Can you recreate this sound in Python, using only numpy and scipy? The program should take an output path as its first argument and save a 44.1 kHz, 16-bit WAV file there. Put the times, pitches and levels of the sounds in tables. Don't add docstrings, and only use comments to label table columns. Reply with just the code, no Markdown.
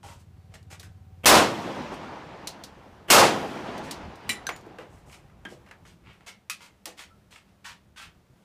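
import sys
import numpy as np
from scipy import signal
from scipy.fft import rfft, irfft
from scipy.io import wavfile
from scipy.ndimage import uniform_filter1d, map_coordinates

SR = 44100
rng = np.random.default_rng(int(sys.argv[2]) if len(sys.argv) > 2 else 0)


def to_linear_factor(level_db):
    exponent = np.asarray(level_db, float) / 20
    return 10 ** exponent


def store_wav(level_fs):
    pcm = np.round(np.clip(np.atleast_2d(level_fs), -1, 1) * 32767)
    wavfile.write(sys.argv[1], SR, pcm.T.astype(np.int16))


N = 372204


def unit(x):
    return x / np.sqrt(np.mean(x ** 2) + 1e-20)


def along(points, hz):
    f, v = np.transpose(points)
    return np.interp(np.log(hz + 1), np.log(f + 1), v)


def curves(rows, silent=-120):
    s, *cols = np.transpose(rows)
    return [np.interp(np.arange(N) / SR, s, c, silent, silent) for c in cols]


def wobble(rate, size=N):
    return map_coordinates(rng.standard_normal(4096), [np.arange(size) * rate / SR])


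def noise(spectrum, size):
    hz = np.fft.rfftfreq(size, 1 / SR)
    white = rfft(rng.standard_normal(size))
    return unit(irfft(white * to_linear_factor(along(spectrum, hz)), size))


def patchy(x, depth_db):
    z = signal.stft(x, nperseg=512)[2]
    field = uniform_filter1d(rng.standard_normal(z.shape), size=5, axis=0)
    field = uniform_filter1d(field, size=7, axis=1)
    return unit(signal.istft(z * to_linear_factor(depth_db * unit(field)), nperseg=512)[1][:len(x)])


def resonances(x, modes):
    f = np.fft.rfftfreq(len(x), 1 / SR)
    response = 0
    for k, (centre, width, db) in enumerate(modes):
        peak = 1j * f * width / (centre * centre - f * f + 1j * f * width)
        response = response + (-1) ** k * to_linear_factor(db) * peak
    return irfft(rfft(x) * response, len(x))


def add(track, s, sound):
    part = track[round(s * SR):][:len(sound)]
    part += sound[:len(part)]


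# pitch_hz, time_to_fade_60_db_s
SHELTER_FADE = [(60, 0.51), (300, 0.59), (1000, 0.42), (3000, 0.37), (8000, 0.29), (16000, 0.21)]


def shelter_tail(spectrum, size, shorter=1):
    hz, t, z = signal.stft(noise(spectrum, size=size), SR, nperseg=256)
    fade_s = shorter * along(SHELTER_FADE, hz)[:, None]
    return signal.istft(z * to_linear_factor(-60 * t / fade_s), SR, nperseg=256)[1]


# time_s, level_db
WIND_GUSTS = [(3.6, -52.5), (4.14, -52), (4.23, -64), (4.31, -49), (4.46, -55.5), (5.45, -57), (5.47, -73),
              (5.51, -50), (5.62, -61.5), (6.2, -57), (6.5, -73), (7.35, -60), (7.37, -76), (7.51, -67),
              (8.22, -60), (8.26, -75), (8.3, -55), (8.44, -74)]
# pitch_hz, level_db (per Hz)
WIND_COLOUR = [(12, -38), (20, -17), (60, 5), (166, 0.5), (275, -12.5), (400, -13), (520, -43.5),
               (880, -120)]
# pitch_hz, level_db (per Hz)
AIR_COLOUR = [(110, -24), (200, -3.5), (227, -14.5), (482, -18.5), (749, -20), (933, -22.5), (14900, -43.5),
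              (16000, -41.5)]


def wind_and_air():
    now = np.arange(N) / SR
    shove = 0
    for s, *_, db in SHOTS:
        shove = shove + to_linear_factor(db - 2.5) * np.exp(-((now - s - 0.07) / 0.038) ** 2)
    gusts = to_linear_factor(curves(WIND_GUSTS, -58)[0] - 0.4 + 3.7 * wobble(24))
    rumble = (gusts + shove) * noise(WIND_COLOUR, size=N)
    air = to_linear_factor(-63.5 + 0.88 * wobble(9.9)) * noise(AIR_COLOUR, size=N)
    return rumble + air


# start_s, peak_db, rise_s, length_s
BOOT_SCUFFS = (7.4, -9.5), [(.025, -34, 0.013, 0.12), (.538, -32, .002, .022), (.699, -29, 0.01, 0.048),
               (.796, -36, .003, 0.028), (.83, -38.5, .003, 0.036), (1.916, -33.5, .009, 0.042),
               (3.826, -34, .009, 0.065), (5.482, -35.5, .011, .063), (6.856, -32, 0.0045, 0.052)]
HEEL_SCUFFS = (13, -20.5), [(.513, -39.5, .01, 0.027), (4.784, -31.5, .004, 0.051),
               (5.66, -39.5, .004, 0.03)]
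SLEEVE_SCUFFS = (-13, -2.5), [(.183, -42, .015, .037), (4.298, -23, .003, .032), (4.883, -47.5, .046, .13),
                 (5.054, -40.5, 0.039, .12)]
POUCH_SCUFFS = (-5, -14.5), [(5.118, -35, 0.0076, 0.041), (5.849, -40.5, .007, 0.076),
                (6.262, -26, 0.0043, .041), (6.591, -33.5, 0.021, .076), (6.969, -29.5, 0.01, 0.07),
                (7.305, -38, 0.0034, .086)]
HOLSTER_SCUFFS = (-6, -32), [(4.482, -30, .003, 0.022), (6.034, -35.5, 0.05, 0.11),
                  (6.204, -49, .0037, .046)]
STRAP_SCUFFS = (-17, -19), [(7.459, -47.5, 0.033, 0.045), (7.642, -27, .0035, .077),
                (7.96, -29.5, 0.0077, .1)]
# pitch_hz, width_hz, level_db
RUBBED_FACE = [(975, 240, -3), (1364, 230, -1), (2002, 190, -2), (2640, 500, -3), (3140, 350, -5.5)]


def scuffs():
    x, t = np.zeros(N), np.arange(16384) / SR
    rubbing = (BOOT_SCUFFS, HEEL_SCUFFS, SLEEVE_SCUFFS, POUCH_SCUFFS, HOLSTER_SCUFFS, STRAP_SCUFFS)
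    for (low_db, top_db), strokes in rubbing:
        colour = [(150, low_db - 9), (600, low_db), (1200, -5.5), (2600, -3),
                  (8000, top_db + 5.5), (16000, top_db - 10.5)]
        for s, db, rise, length in strokes:
            stroke = (1 - np.exp(-t / max(rise, .001))) * np.exp(-(t / length) ** 3.2)
            bumps = rng.standard_normal(len(t)) ** 3 * (rng.uniform(size=len(t)) < .03)
            face = []
            for hz, width, lift_db in RUBBED_FACE:
                a, b = rng.standard_normal(2)
                face.append((hz * (1 + 0.064 * a), width, lift_db + 2.2 * b))
            hiss = noise(colour, size=len(t))
            add(x, s, to_linear_factor(db - 19.5) * stroke * (hiss + 0.7 * unit(resonances(bumps, face))))
    return x * to_linear_factor(1.9 * wobble(250))


# start_s, level_db, pitch_ratio
SLIDE_TONES = ((.001, .7), [(1965, -24.5, 0.15), (2330, -23, .08), (2990, -27.5, .082), (3950, -25.5, 0.12),
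                (5400, -32, 0.07), (7270, -31.5, 0.145), (8603, -34, .13), (10510, -40, 0.18)],
                [(4.293, 0, 1)])
MAGAZINE_TONES = ((.001, .75), [(1600, -28, 0.091)], [(4.4675, -1, 1), (5.451, -15, 1.01),
                   (5.711, -20, 1.07)])
MAGAZINE_HIGH_TONES = ((.001, 0.55), [(3920, -37, .068), (6140, -32.5, 0.073)], [(4.4675, 0, 1)])
LATCH_TONES = ((0.0016, 0.94), [(1260, -32.5, 0.091), (2530, -33.5, 0.096)], [(4.49, -4, .9),
                (5.452, -8, 1.27), (6.498, 1.5, 1)])
BUCKLE_TONES = ((0.015, 0.56), [(950, -44, .23)], [(.035, 5.5, 0.84), (.089, -2, 0.99), (7.66, 1, 1),
                 (7.65, -3, 1.47), (7.1, -7, 1.4)])
STRAP_TONES = ((.004, .8), [(1950, -44, .2)], [(.54, -12, 0.97), (.71, -8, 1.2), (6.27, -1, 1.1)])
CASE_TONES = ((.025, .18), [(6970, -40.5, 0.18), (13520, -64, .29)], [(4.51, 0, 1)])
CASE_TICK_TONES = ((.001, 1.3), [(4200, -42, 0.11)], [(2.475, 0, 1)])
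INSECT_TONES = ((.015, .25), [(15300, -72.5, 1.5)], [(.37, -8, .294), (1.04, -0.5, 1)])


def rings():
    x, t = np.zeros(N), np.arange(SR // 4) / SR
    ending = np.cos(np.pi / 2 * t / t[-1])
    ringing = (SLIDE_TONES, MAGAZINE_TONES, MAGAZINE_HIGH_TONES, LATCH_TONES, BUCKLE_TONES,
               STRAP_TONES, CASE_TONES, CASE_TICK_TONES, INSECT_TONES)
    for (rise, rough), modes, blows in ringing:
        for s, blow_db, pitch in blows:
            for hz, db, t60 in modes:
                wander = map_coordinates(rng.standard_normal(128), [t * 300])
                level_db = blow_db + db - 60 * t / t60 + 5.5 * rough * wander[::-1]
                shape = to_linear_factor(level_db) * (1 - np.exp(-t / rise)) * ending
                add(x, s, shape * np.sin(2 * np.pi * pitch * hz * t + rough * wander))
    return x


# time_s, level_db
ENGINE_LEVEL = [(0, -51.5), (.5, -52), (1.2, -49), (1.6, -62), (3, -66), (5.2, -66), (6.2, -73),
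                (8.44, -67)]
# pitch_hz, width_hz, level_db
EXHAUST = [(55, 25, -11), (90, 23, 1.5), (166.7, 65, -6.5), (757, 9, -8.5)]


def engine():
    chance = rng.standard_normal((144, 2))
    firings_per_s = 17.55
    times = 0.035 + np.arange(len(chance)) / firings_per_s + 0.0013 * chance[:, 0]
    pulses = np.bincount((times * SR).astype(int), to_linear_factor(1.2 * chance[:, 1]), N)
    return to_linear_factor(curves(ENGINE_LEVEL)[0]) * unit(resonances(resonances(pulses, EXHAUST), EXHAUST))


# start_s, peak_db
BRASS_HITS = ((-33, 3.5, -5, 0.05), [(.796, -39), (2.472, -25), (2.637, -33.5), (3.778, -41), (3.91, -26),
               (4.155, -50.5)])
SLIDE_HITS = ((-33, -14, -14, 0.0044), [(.8302, -30), (4.2925, -6), (6.1312, -46.5)])
LATCH_HITS = ((-34, -8.5, -11.5, 0.0051), [(6.4982, -9)])
CATCH_HITS = ((-11, -3.5, -8.5, 0.02), [(.628, -54), (4.282, -50), (4.4675, -25), (4.562, -38), (4.61, -52),
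               (4.663, -54), (6.856, -23)])
GRIP_HITS = ((-11, -25, -32.5, 0.0243), [(.369, -61), (4.4907, -17), (4.785, -34), (5.298, -54),
              (5.451, -29), (5.663, -48), (5.688, -45), (5.7112, -34), (5.852, -45), (6.207, -49)])


def clacks():
    x, t = np.zeros(N), np.arange(4096) / SR
    for (low_db, mid_db, top_db, t60), contacts in (BRASS_HITS, SLIDE_HITS, LATCH_HITS, CATCH_HITS, GRIP_HITS):
        colour = [(120, low_db - 17), (600, low_db), (2000, -8.5), (4400, mid_db),
                  (11000, top_db - 2.5), (16000, top_db - 10)]
        for s, db in contacts:
            fade = to_linear_factor(db - 3.5 - 60 * t / max(t60, .002))
            add(x, s, fade * (1 - np.exp(-t / 0.00042)) * noise(colour, size=len(t)))
            answer = shelter_tail(colour, size=SR // 3, shorter=0.54)
            add(x, s + 0.0018, to_linear_factor(db - 20.0) * np.sqrt(t60 / 0.01) * answer)
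    return x


# pitch_hz, level_db (per Hz)
SWELL_COLOUR = [(100, -10), (400, 0.5), (1500, -5), (3300, -3.5), (3700, -22.5), (15000, -23)]


def swell_before_blast():
    x, u = np.zeros(N), np.linspace(0, 1, 1024)
    for s, _, db, _ in SHOTS:
        swell = np.sin(2.5 * u) ** .9 * to_linear_factor(5.2 * wobble(300, size=len(u)))
        add(x, s - len(u) / SR, to_linear_factor(db) * swell * noise(SWELL_COLOUR, size=len(u)))
    return x


# start_s, blast_db (before the limiter), swell_db (just ahead), shove_db (on the phone)
SHOTS = [
    (1.2574, 5.5, -36, -27),
    (3.1018, 6, -34.5, -34.5),
]
# pitch_hz, level_db (per Hz)
MUZZLE_COLOUR = [(40, -35), (100, -6.5), (300, -0.5), (800, 1), (2000, -0.5), (5000, -1.5), (10000, -5.5),
                 (16000, -11)]
# pitch_hz, level_db (per Hz)
ROOF_COLOUR = [(150, -29.5), (320, -9.5), (550, -3.5), (850, -1), (1300, -3), (2500, -24), (6000, -51.5)]
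# pitch_hz, level_db (per Hz)
SIZZLE_COLOUR = [(1500, -31.5), (5000, 2.5), (12000, -8), (16000, -13)]


def pistol():
    x, t = np.zeros(N), np.arange(SR) / SR
    u = t[:SR // 50] / .0004
    builds = (1 - np.exp(-(t / 0.069) ** 2)) * (0.66 + np.exp(-(t / 0.13) ** 4))
    for s, db, *_ in SHOTS:
        add(x, s, to_linear_factor(db - 3) * (1 - u) * np.exp(-u))
        add(x, s, to_linear_factor(db) * shelter_tail(MUZZLE_COLOUR, size=SR))
        boom = shelter_tail(ROOF_COLOUR, size=SR, shorter=0.97)[:SR]
        add(x, s, to_linear_factor(db - 3 + 2.9 * wobble(60, size=SR)) * builds * boom)
        fade = to_linear_factor(db - 49 - 60 * t / 1.8) * np.cos(np.pi / 2 * t)
        add(x, s, fade * noise(SIZZLE_COLOUR, size=SR))
    return x


# delay_s (after the shot), lift_db (negative is
# softer), width_s
TREE_LINES = [
    (.38, -1.5, 0.022),
    (.67, 3.5, 0.03),
    (.79, 3.5, 0.041),
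]
# pitch_hz, level_db (per Hz)
BANK_COLOUR = [(60, -25), (120, -3), (240, 0), (420, -6), (800, -40), (1600, -120)]
# pitch_hz, level_db (per Hz)
WOODS_BOOM_COLOUR = [(35, -30), (60, -20), (194, -2), (500, -5), (880, -4), (3500, -28), (4550, -91),
                     (7700, -120)]
# pitch_hz, level_db (per Hz)
WOODS_HISS_COLOUR = [(700, -40), (880, -17.5), (1500, 2), (2910, -0.5), (5880, -10.5), (14600, -38),
                     (15500, -38), (16000, -56.5)]


def woods():
    x, now = np.zeros(N), np.arange(N) / SR
    for shot, *_ in SHOTS:
        since = now - shot
        late = np.maximum(since - 0.37, 0)
        roll_db = 0.93 * wobble(7) - 6 * np.clip(since - 1.35, 0, .6)
        bank = to_linear_factor(-41.5 - 28 * late + 1.7 * wobble(12)) * noise(BANK_COLOUR, size=N)
        lumps = 0.4 * wobble(30)
        for delay, db, width in TREE_LINES:
            lumps = lumps + db * np.exp(-((since - delay) / width) ** 2)
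        boom_db = -35.5 - 12 * late + roll_db + 0.75 * lumps + 0.96 * wobble(45)
        boom = to_linear_factor(boom_db) * patchy(noise(WOODS_BOOM_COLOUR, size=N), depth_db=1.5)
        hiss_db = -45.5 - 14 * late + roll_db + .6 * lumps
        hiss = to_linear_factor(hiss_db) * patchy(noise(WOODS_HISS_COLOUR, size=N), depth_db=1.5)
        x += (bank + boom + hiss) * (now > shot)
    return x


# start_s, level_db,
# pitch_hz, time_to_fade_60_db_s
LOW_BLOWS = [(1.275, -23.5, 55, 0.24), (3.13, -24, 55, 0.17), (4.294, -35, 343, 0.14),
             (4.49, -35.5, 440, 0.096), (4.663, -42, 347, 0.093), (4.785, -35.5, 480, 0.16),
             (4.84, -42, 349, 0.085), (5.451, -42, 220, 0.21), (5.515, -38, 410, 0.096),
             (6.27, -51, 463, 0.16), (6.865, -42.5, 428, 0.17)]


def thuds():
    x, t = np.zeros(N), np.arange(16384) / SR
    for s, db, hz, t60 in LOW_BLOWS:
        body = rng.standard_normal(len(t))
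        for _ in range(3):
            body = unit(resonances(body, [(hz, 1.2 * hz, 0)]))
        add(x, s, to_linear_factor(db - 60 * t / t60) * (1 - np.exp(-t / 0.0046)) * body)
    return x


def shelter(near):
    wet, step = np.zeros(N), SR // 6
    for start in range(0, N, step):
        tail = shelter_tail([(300, -5.5), (2000, 1.5), (16000, -1)], size=SR // 3, shorter=0.58)
        echo = signal.fftconvolve(near[start:start + step], tail / np.linalg.norm(tail))
        add(wet, start / SR + .002, echo)
    return wet


def scene():
    near = scuffs() + thuds()
    chime = rings()
    gear = clacks() + near + chime + shelter(to_linear_factor(-3) * near + to_linear_factor(-11.5) * chime)
    return (pistol() + woods() + gear + engine() + wind_and_air())[None]


def low_pass(x):
    return signal.sosfilt(signal.butter(12, 16530, fs=SR, output="sos"), x)


def record(dry):
    power = uniform_filter1d(dry ** 2, size=331, axis=1, origin=-120)
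    level = np.sqrt(np.abs(power) + 1e-12)
    gain = (1 + (level / to_linear_factor(-12.5)) ** 2.89) ** (-1 / 2.81)
    x = dry * uniform_filter1d(gain, size=65, axis=1)
    x = x / (1 + np.abs(x / .85) ** 5) ** (1 / 5)
    x = x + swell_before_blast()
    hz = np.fft.rfftfreq(N, 1 / SR)
    x = irfft(rfft(x) * to_linear_factor(along([(15300, 0.5), (15600, -48)], hz)), N)
    return low_pass(x)


dry = scene()
out = record(dry)
store_wav(out)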